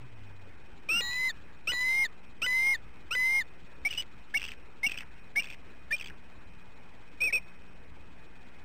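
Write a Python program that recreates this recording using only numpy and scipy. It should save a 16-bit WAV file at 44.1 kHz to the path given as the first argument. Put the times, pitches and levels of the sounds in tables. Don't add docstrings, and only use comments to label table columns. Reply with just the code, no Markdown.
import sys
import numpy as np
from scipy import signal
from scipy.io import wavfile
from scipy.ndimage import uniform_filter1d

SR = 44100
rng = np.random.default_rng(int(sys.argv[2]) if len(sys.argv) > 2 else 0)


def volts(x):
    e = np.asarray(x, float) / 20
    return 10 ** e


def file_out(sig):
    cols = np.atleast_2d(sig).T
    lim = np.clip(cols, -1, 1)
    pcm = np.round(lim * 32767).astype(np.int16)
    wavfile.write(sys.argv[1], SR, pcm)


N = 381024


def evened(x):
    return x / np.sqrt(np.mean(x ** 2) + 1e-20)


def wander(count, width):
    noise = rng.standard_normal(count)
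    return evened(uniform_filter1d(uniform_filter1d(noise, width), width))


def unrolled(rows):
    s, *columns = np.transpose(rows)
    t = np.arange(s[0], s[-1], 1 / SR)
    return s[0], [np.interp(t, s, c) for c in columns]


def add(mix, s, sound):
    part = mix[round(s * SR):][:len(sound)]
    part += sound[:len(part)]


def resonate(x, hz, width):
    turn = np.exp(2j * np.pi * np.cumsum(hz * np.ones(len(x))) / SR)
    r = np.exp(-np.pi * width / SR)
    return 2 * (turn * signal.lfilter([1 - r], [1, -r], x / turn)).real


# quarter_pitch_multiple, level_db
RASP_PARTIALS = [(1, -5), (2, -9), (3, -16), (5, 0.5), (6, -10), (7, -2.5)]


def note(rows, rasp_db=-40, rasp_s=0.0037, fade_s=0.0027, flutter=0.0016, shimmer=0.055,
         upper_db=-6, air_db=-30, near_db=0):
    s, (hz, level_db, *extra) = unrolled(rows)
    half_db, octave_db = extra + [level_db - 40.5, level_db - 34][len(extra):]
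    count = len(hz)
    t = np.arange(count) / SR
    wobble, tremor = wander(count, 200), wander(count, 200)
    phase = 2 * np.pi * np.cumsum(hz * (1 + flutter * wobble)) / SR
    level = uniform_filter1d(volts(level_db), 90) * (1 + shimmer * tremor)
    onset = level.mean() * np.exp(-(t / rasp_s - 1) ** 2)
    rasp = onset * sum(volts(rasp_db + db) * np.sin(phase * k / 4 + k * k) for k, db in RASP_PARTIALS)
    air = evened(resonate(rng.standard_normal(count), 2900, 1200))
    tone = level * (np.sin(phase) + volts(air_db) * air) + rasp
    tone += volts(octave_db) * np.sin(2 * phase)
    doubled = np.sin(phase / 2) + volts(upper_db) * np.sin(3 * phase / 2)
    tone += volts(half_db) * (1 + 0.47 * tremor) * doubled
    edge = np.clip(np.minimum(t, t[::-1]) / fade_s, 0, 1)
    return s, np.sqrt(2) * volts(near_db) * tone * np.sin(np.pi / 2 * edge) ** 2


def catch(start, length, top_hz, effort_db, half_db):
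    base_hz, climb_s, creep_hz_per_s, linger_s = 2420, .018, 1500, .004
    rise_s, fall_s, rise_db, fall_db = .0045, .013, 16, 6
    first_half_db, sag_db_per_hz, easy_hz = -49, .005, 2650
    t = np.linspace(0, length, 40)
    leap = 1 - np.exp(-(t - linger_s).clip(0) / climb_s)
    climb_hz = top_hz - base_hz - creep_hz_per_s * length
    hz = base_hz + creep_hz_per_s * t + climb_hz * leap / leap[-1]
    level_db = effort_db + .4 - sag_db_per_hz * (hz - easy_hz).clip(0)
    level_db -= rise_db * np.clip(1 - t / rise_s, 0, 1)
    level_db -= fall_db * np.clip(1 - t[::-1] / fall_s, 0, 1)
    half_db = first_half_db + (half_db - first_half_db) * np.clip(1.8 * t / length, 0, 1)
    return np.transpose([start + t, hz, level_db, half_db])


# pitch_hz, fundamental_db, octave_db, half_pitch_db
THROAT_RESPONSE = [(1800, -6.5, -17.5, -49), (1850, -6, -15, -47.5), (1933, -5, -14, -33.5),
                   (2054, 1.1, -19.5, -35.5), (2116, -0.1, -21.5, -39), (2137, 1.4, -31.5, -31.5)]


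def whistle(start, end, low_hz, top_hz, effort_db, press):
    rise_hz_per_s, slow_hz_per_s = 760, 280
    drop_s, drop_to_hz, drop_db = .042, 1750, 1.5
    break_s, break_hz, end_s, end_db = .011, 87.6, .008, 12
    press_late_s, press_choke_db, press_octave_db = .06, 6.5, 8.5
    t = np.linspace(0, end - start, 120)
    left = t[::-1]
    u = np.clip(t / (t[-1] - drop_s), 0, 1)
    rising_hz = low_hz + rise_hz_per_s * (t - press_late_s * press ** 2)
    hz = np.clip(rising_hz, low_hz + slow_hz_per_s * t, top_hz)
    hz = uniform_filter1d(hz, size=15, mode="nearest")
    drop = np.clip(1 - left / drop_s, 0, 1)
    hz += (drop_to_hz - top_hz) * np.sin(np.pi / 2 * drop) ** 2.4
    f, *partials = np.transpose(THROAT_RESPONSE)
    envelope_db = effort_db - end_db * np.clip(1 - left / end_s, 0, 1)
    level_db, octave_db, half_db = (envelope_db + np.interp(hz, f, db) for db in partials)
    settling = np.clip(1 - t / break_s, 0, 1)
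    level_db -= press_choke_db * press * (1 - u) ** 0.76 + drop_db * np.clip(2.5 * drop, 0, 1)
    octave_db += press_octave_db * press - 30 * settling
    return np.transpose([start + t, hz + break_hz * settling, level_db, half_db, octave_db])


# start_s, length_s, top_hz, effort_db, end_half_pitch_db
CATCHES = [(.887, .123, 2850, -28.7, -46), (1.671, .051, 3040, -29.8, -43),
           (2.417, .049, 3070, -30.6, -39.5), (3.107, .047, 3090, -33, -35)]
# end_s, low_hz, top_hz, effort_db, pressing_0_to_1
BROKEN_WHISTLES = [(1.316, 1914, 2048, -30.3, 0.9), (2.07, 1944, 2136, -28, .55),
                   (2.765, 1980, 2142, -28, 0.2), (3.428, 1980, 2134, -28.5, .05)]
CATCH_RASP = [-18, -13.5, -7.5, -18.5]
BREAK_RASP = [-3, -10.5, -11.5, -14]


def long_notes(out):
    for first, second, catch_db, break_db in zip(CATCHES, BROKEN_WHISTLES, CATCH_RASP, BREAK_RASP):
        add(out, *note(catch(*first), catch_db, fade_s=0.0014, flutter=0.0078, shimmer=0.019,
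                       upper_db=-12, air_db=-31, near_db=-1.0))
        break_at = first[0] + first[1] - .005
        add(out, *note(whistle(break_at, *second), break_db, rasp_s=0.0041, upper_db=-1.5, air_db=-35))


# start_s, pitch_hz, level_db
SYRINX_LEAK = [
    (1.105, 2480, -60),
    (1.134, 2505, -53.5),
    (1.152, 2520, -55),
    (1.164, 2550, -49.5),
    (1.18, 2560, -62),
]


def leak(out):
    add(out, *note(SYRINX_LEAK, flutter=0.0061, shimmer=.4, air_db=-10.5, fade_s=0.0098))


def arch(start, length, from_hz, to_hz, peak_db, skew, blunt, shelf, octave_db=-31):
    u = np.linspace(0, 1, 24)
    level_db = peak_db + 20 * blunt * np.log10(np.sin(np.pi * u ** skew).clip(0) + .03)
    glide = (1 - shelf) * u + shelf * (.5 + 4 * (u - .5) ** 3)
    hz = from_hz + (to_hz - from_hz) * glide
    return np.transpose([start + length * u, hz, level_db, level_db - 39.5, level_db + octave_db])


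# start_s, length_s, from_hz, to_hz, peak_db
CHIP_NOTES = [
    (4.343, .031, 2060, 2360, -25.3),
    (4.83, .038, 2010, 2390, -25.2),
    (5.358, .045, 2040, 2460, -24.8),
]
# start_s, length_s,
# from_hz, to_hz, peak_db
EARLY_PEAK_NOTES = [(3.849, .035, 2190, 2380, -26), (3.906, .016, 2880, 2900, -36),
                    (3.974, .022, 2900, 2980, -32), (3.993, .024, 3000, 2940, -33.5),
                    (4.37, .014, 2790, 2745, -29.5), (4.863, .018, 2780, 2710, -27.5),
                    (5.394, .017, 2820, 2790, -32), (5.923, .037, 2350, 2450, -28.3),
                    (7.375, .015, 2420, 2330, -34)]
# start_s, pitch_hz, level_db
LAST_PAIR = [
    [(7.203, 2280, -51), (7.2065, 2340, -34.6), (7.2203, 2470, -25.7), (7.2341, 2520, -26.4),
     (7.2479, 2580, -27.7), (7.2616, 2520, -28.5), (7.2754, 2420, -27.4), (7.2892, 2280, -31.8),
     (7.303, 2210, -43.5)],
    [(7.324, 2250, -49.5), (7.3275, 2240, -28.9), (7.3344, 2560, -25.9), (7.3414, 2600, -27),
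     (7.3483, 2480, -25.8), (7.3552, 2530, -25.5), (7.3621, 2560, -27.4), (7.3691, 2450, -27.1),
     (7.376, 2490, -37.7)],
]
# start_s, length_s, from_hz, to_hz, peak_db
SLIDES = [(4.339, .011, 1610, 1860, -31.5), (5.354, 0.012, 1620, 1820, -39),
          (5.906, .024, 1645, 1950, -30.5), (7.3, 0.012, 1950, 1870, -40)]


def short_notes(out):
    for row in EARLY_PEAK_NOTES:
        rows = arch(*row, skew=.62, blunt=.8, shelf=0)
        add(out, *note(rows, rasp_db=-20, fade_s=.0013, flutter=.009, shimmer=.08, air_db=-27, near_db=-.5))
    chips = [arch(*row, skew=.9, blunt=.7, shelf=.75) for row in CHIP_NOTES]
    for rows in chips + LAST_PAIR:
        add(out, *note(rows, rasp_db=-21.0, fade_s=0.0012, flutter=0.005, shimmer=0.029,
                       air_db=-36.0, near_db=-1.23))
    for row in SLIDES:
        rows = arch(*row, skew=1.3, blunt=0.73, shelf=0, octave_db=-19)
        add(out, *note(rows, rasp_db=-18.5, fade_s=0.0012))


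def pip(s, peak_db, hz, length):
    t = np.arange(900) / SR
    u = t / (0.39 * length)
    ragged = 1 + 0.39 * evened(uniform_filter1d(rng.standard_normal(len(t)), 40))
    ring = ragged * u * np.exp(1 - u) * np.sin(2 * np.pi * hz * t * (1 - 4.2 * t))
    snap = np.minimum(t / 0.00056, 1) * np.exp(-t / 0.00096)
    snap = snap * (volts(-19.5) * np.sin(2 * np.pi * 3500 * t) + volts(-5) * np.sin(2 * np.pi * 1700 * t))
    return s - .0003, volts(peak_db - 1.1) * (ring + snap)


def sputter(rows):
    s, (level_db, hz) = unrolled(rows)
    chance, size, sign = rng.random((len(hz), 3)).T
    clicks_per_s = 1300
    clicks = volts(-4.0 * np.log(size + 0.0056)) * np.sign(sign - .5) * (chance < clicks_per_s / SR)
    hz = hz * (1 + 0.17 * wander(len(hz), 180))
    throat = evened(resonate(resonate(clicks, hz, 550), hz, 1500))
    throat += 0.11 * evened(resonate(clicks, 3450, 490))
    throat += 0.26 * evened(resonate(clicks, 0.74 * hz, 700))
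    return s, volts(level_db) * throat * signal.windows.tukey(len(hz), .06)


# start_s, peak_db, pitch_hz, length_s
CLEAR_PIPS = [(3.9266, -29.2, 2580, .0022), (3.9377, -34.8, 2830, .004), (3.9471, -38.8, 2800, .0074),
              (4.3892, -37.1, 2200, .0018), (4.3969, -37.6, 2770, .0031), (4.4174, -32, 2560, .0023),
              (4.4286, -29.6, 2730, .0023), (4.4396, -30.2, 2770, .0047), (4.4507, -29.4, 2810, .0029),
              (4.4627, -34.3, 2970, .0031), (4.4852, -37.8, 2990, .0033), (4.4905, -36.9, 2690, .0039),
              (4.5183, -33.3, 2550, .0021), (4.8865, -34.6, 2510, .0018), (4.8953, -31.6, 2620, .0041),
              (4.9171, -27.9, 2660, .0047), (4.9413, -37.6, 2580, .0081), (4.9766, -30.1, 2660, .0023),
              (4.9858, -33.4, 3070, .003), (5.0062, -34.1, 2700, .0039), (5.4138, -38.2, 2390, .0027),
              (5.4221, -35.1, 2540, .0033), (5.4429, -31.2, 2690, .0028), (5.4476, -36.8, 2660, .002),
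              (5.4709, -38.3, 2610, .0051), (5.5016, -33.5, 2500, .0023), (5.5316, -37.9, 2630, .0032),
              (5.9975, -38.4, 2840, .0043), (6.0106, -32, 2580, .0037), (6.0606, -36, 2530, .0022)]


def chitter(start, end, air_db, throat_hz, shut_hz):
    beat_s, beat_jitter, shut_s, clear_s = 0.01, .35, .028, .005
    faint_db, spread_db, pitch_spread, faint_s = -43, 2, .09, .003
    upper_hz, upper_share, upper_db, upper_s = 3380, .3, -45, 0.0057
    jitter, size, tune, span, upper = rng.random((20, 5)).T
    s = start + beat_s * (np.arange(20) + .5 + 2 * beat_jitter * (jitter - .5))
    shut = np.clip(1 - (end - s) / shut_s, 0, 1) ** .5
    hz = (throat_hz + (shut_hz - throat_hz) * shut) * (1 + 2 * pitch_spread * (tune - .5))
    high = (upper < upper_share) & (shut == 0)
    hz = np.where(high, upper_hz * (.95 + 0.12 * tune), hz)
    peak_db = np.where(high, upper_db, faint_db) + 2 * spread_db * (size - .5)
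    length = np.where(high, upper_s, faint_s) * (.7 + .6 * span) * (1 - .45 * shut)
    flicks = np.transpose([s, peak_db, hz, length])
    gap = abs(s[:, None] - np.array(CLEAR_PIPS)[:, 0] - clear_s / 2).min(1)
    flicks = flicks[(s < end - .004) & ((gap > clear_s) | high)]
    air = [(start, air_db, throat_hz), (end - shut_s, air_db, throat_hz),
           (end, air_db + 2.0, (throat_hz + shut_hz) / 2)]
    return flicks, air


# start_s, end_s, air_db, throat_hz, shut_throat_hz
CHITTER_RUNS = [(3.877, 4.039, -52, 2700, 2034), (4.38, 4.542, -53.5, 2650, 1780),
                (4.88, 5.038, -52.5, 2616, 1440), (5.399, 5.555, -56, 2460, 1850),
                (5.955, 6.113, -58.5, 2510, 1560)]


def chitters(out):
    for row in CLEAR_PIPS:
        add(out, *pip(*row))
    for row in CHITTER_RUNS:
        flicks, air = chitter(*row)
        add(out, *sputter(air))
        for flick in flicks:
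            add(out, *pip(*flick))


def eagle():
    out = np.zeros(N)
    long_notes(out)
    leak(out)
    short_notes(out)
    chitters(out)
    return out


def trees(x):
    echo_s, echo_db, echo_smear_s = .3, -53, .012
    t = np.arange(SR) / SR
    near, far = rng.standard_normal((SR, 2)).T * (t > .004) / 20
    far = resonate(far, 2550, 160) * volts(-35.5 - 60 * t / 0.89)
    far += volts(echo_db) * near * 2 * np.exp(-((t - echo_s) / echo_smear_s) ** 2)
    return signal.fftconvolve(x, near * volts(-32.5 - 60 * t / 0.068) + far)[:N]


# frequency_hz, density_db
HISS_SPECTRUM = [(12, -23), (30, -5.5), (60, -14), (150, -20), (480, -23.5), (530, -27), (1200, -29.5),
                 (1650, -28.5), (2200, -31.5), (2600, -31), (2750, -36.5), (3500, -40), (4200, -38.5),
                 (6000, -88.5)]
# start_s (of the peak), swell_db, half_width_s
PASSING_CARS = [(0.3, 0.8, 0.74), (3.6, -0.5, 0.33), (6.35, 1.5, .45), (7.5, 1.5, .5)]


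def ambience():
    frames, hz = N // 256 + 5, np.fft.rfftfreq(1024, 1 / SR)
    t = np.arange(frames) * 256 / SR
    a, b, patches = rng.standard_normal((frames, 513, 3)).T
    a, b, patches = a.T, b.T, patches.T
    patches = evened(uniform_filter1d(uniform_filter1d(patches, 8, 0), 10, 1))
    f, level_db = np.transpose(HISS_SPECTRUM)
    swell_db = sum(db * np.exp(-((t - s) / width) ** 2) for s, db, width in PASSING_CARS)
    bass = 1 / (1 + (hz / 500) ** 2)
    field_db = np.interp(np.log(hz + 1), np.log(f + 1), level_db)[:, None] + 1.9 * patches.T
    field_db += bass[:, None] * swell_db
    throb = np.cos(2 * np.pi * 17.0 * (t - 7.424))
    field_db += 5.7 * np.clip(hz / 600 - 4.8, 0, 1)[:, None] * throb
    spectrum = (a + 1j * b).T * volts(field_db)
    return volts(-54.5) * evened(signal.istft(spectrum, nperseg=1024, noverlap=768)[1][:N])


# frequency_hz, width_hz, level_db
WHINE_BANDS = [(876, 160, -73.5), (2495, 84, -71), (2340, 14, -85), (3106, 16, -83), (3830, 9.2, -85.5)]


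def whines():
    out = np.zeros(N)
    for hz, width, db in WHINE_BANDS:
        noise = rng.standard_normal(N)
        out += volts(db) * evened(resonate(resonate(noise, hz, width), hz, width))
    return out


# frequency_hz, level_db
MAINS_OVERTONES = [(59.5, -67.5), (119, -74), (178.2, -68), (237.8, -69.5), (297, -74.5), (356, -79.5)]


def hum():
    t = np.arange(N) / SR
    waver = 1 + .3 * evened(uniform_filter1d(rng.standard_normal((len(MAINS_OVERTONES), N)), 6000))
    tones = (volts(db) * w * np.sin(2 * np.pi * hz * t) for (hz, db), w in zip(MAINS_OVERTONES, waver))
    return np.sqrt(2) * sum(tones)


# start_s, pitch_hz, level_db
TRUCK_DRONE = [(0.0, 124, -54.5), (0.052, 126, -47), (0.082, 118.4, -58.5), (0.224, 98, -50),
               (0.482, 92.7, -57), (0.678, 66.8, -72), (0.736, 63.5, -47), (0.8, 53.8, -86.5)]


def truck():
    s, (hz, level_db) = unrolled(TRUCK_DRONE)
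    phase = 2 * np.pi * np.cumsum(hz) / SR
    drone = np.sqrt(2) * volts(level_db) * (np.sin(phase) + volts(-20) * np.sin(2 * phase))
    fade = signal.windows.tukey(2 * len(phase), .1)[len(phase):]
    return np.pad(drone * fade, (0, N - len(phase)))


def scene():
    bird = eagle()
    return (bird + trees(bird) + ambience() + whines() + hum() + truck())[None]


def low_pass(x):
    return signal.sosfilt(signal.butter(12, 15770, fs=SR, output="sos"), x)


# frequency_hz, gain_db
MIC_RESPONSE = [(0, -0.5), (1000, 1), (2000, 4), (3000, 8), (3700, 8), (4200, 3.5), (4800, -35.5),
                (5500, -75)]


def record(dry):
    packet_in, packet_out, stretch, lead = 160, 220, 4, 201
    glitch_s, glitch_db, offset = 1.7352, -21, -.0095
    hz, gain_db = np.transpose(MIC_RESPONSE)
    grid = np.linspace(0, SR, 1025)
    mic = signal.firwin2(401, grid, volts(np.interp(grid, hz, gain_db)), fs=2 * SR)
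    band = signal.butter(1, [12, 700], "bandpass", fs=SR, output="sos")
    bend = signal.sosfilt(band, dry[0] ** 2)
    x = np.pad(dry[0] + 1.8 * bend + offset, (lead, 2000), "edge")
    x = signal.resample_poly(x, 2, 11, window=mic)
    add(x, (glitch_s + lead / SR) * packet_in / packet_out / stretch, volts([glitch_db]))
    full, mu, steps = volts(-5.5), 255, 127
    code = np.round(steps * np.log1p(mu * abs(x) / full) / np.log1p(mu))
    x = np.sign(x) * full * np.expm1(code / steps * np.log1p(mu)) / mu
    packets = x[:len(x) // packet_in * packet_in].reshape(-1, packet_in)
    place = np.arange(packet_out) * packet_in / packet_out
    x = np.concatenate([np.interp(place, np.arange(packet_in), p) for p in packets])
    x = np.interp(np.arange(N) + lead, stretch * np.arange(len(x)), x)
    x = signal.oaconvolve(np.pad(x, 300, "edge"), signal.firwin(601, 15800, fs=SR), "valid")
    return low_pass(x[None])


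dry = scene()
out = record(dry)
file_out(out)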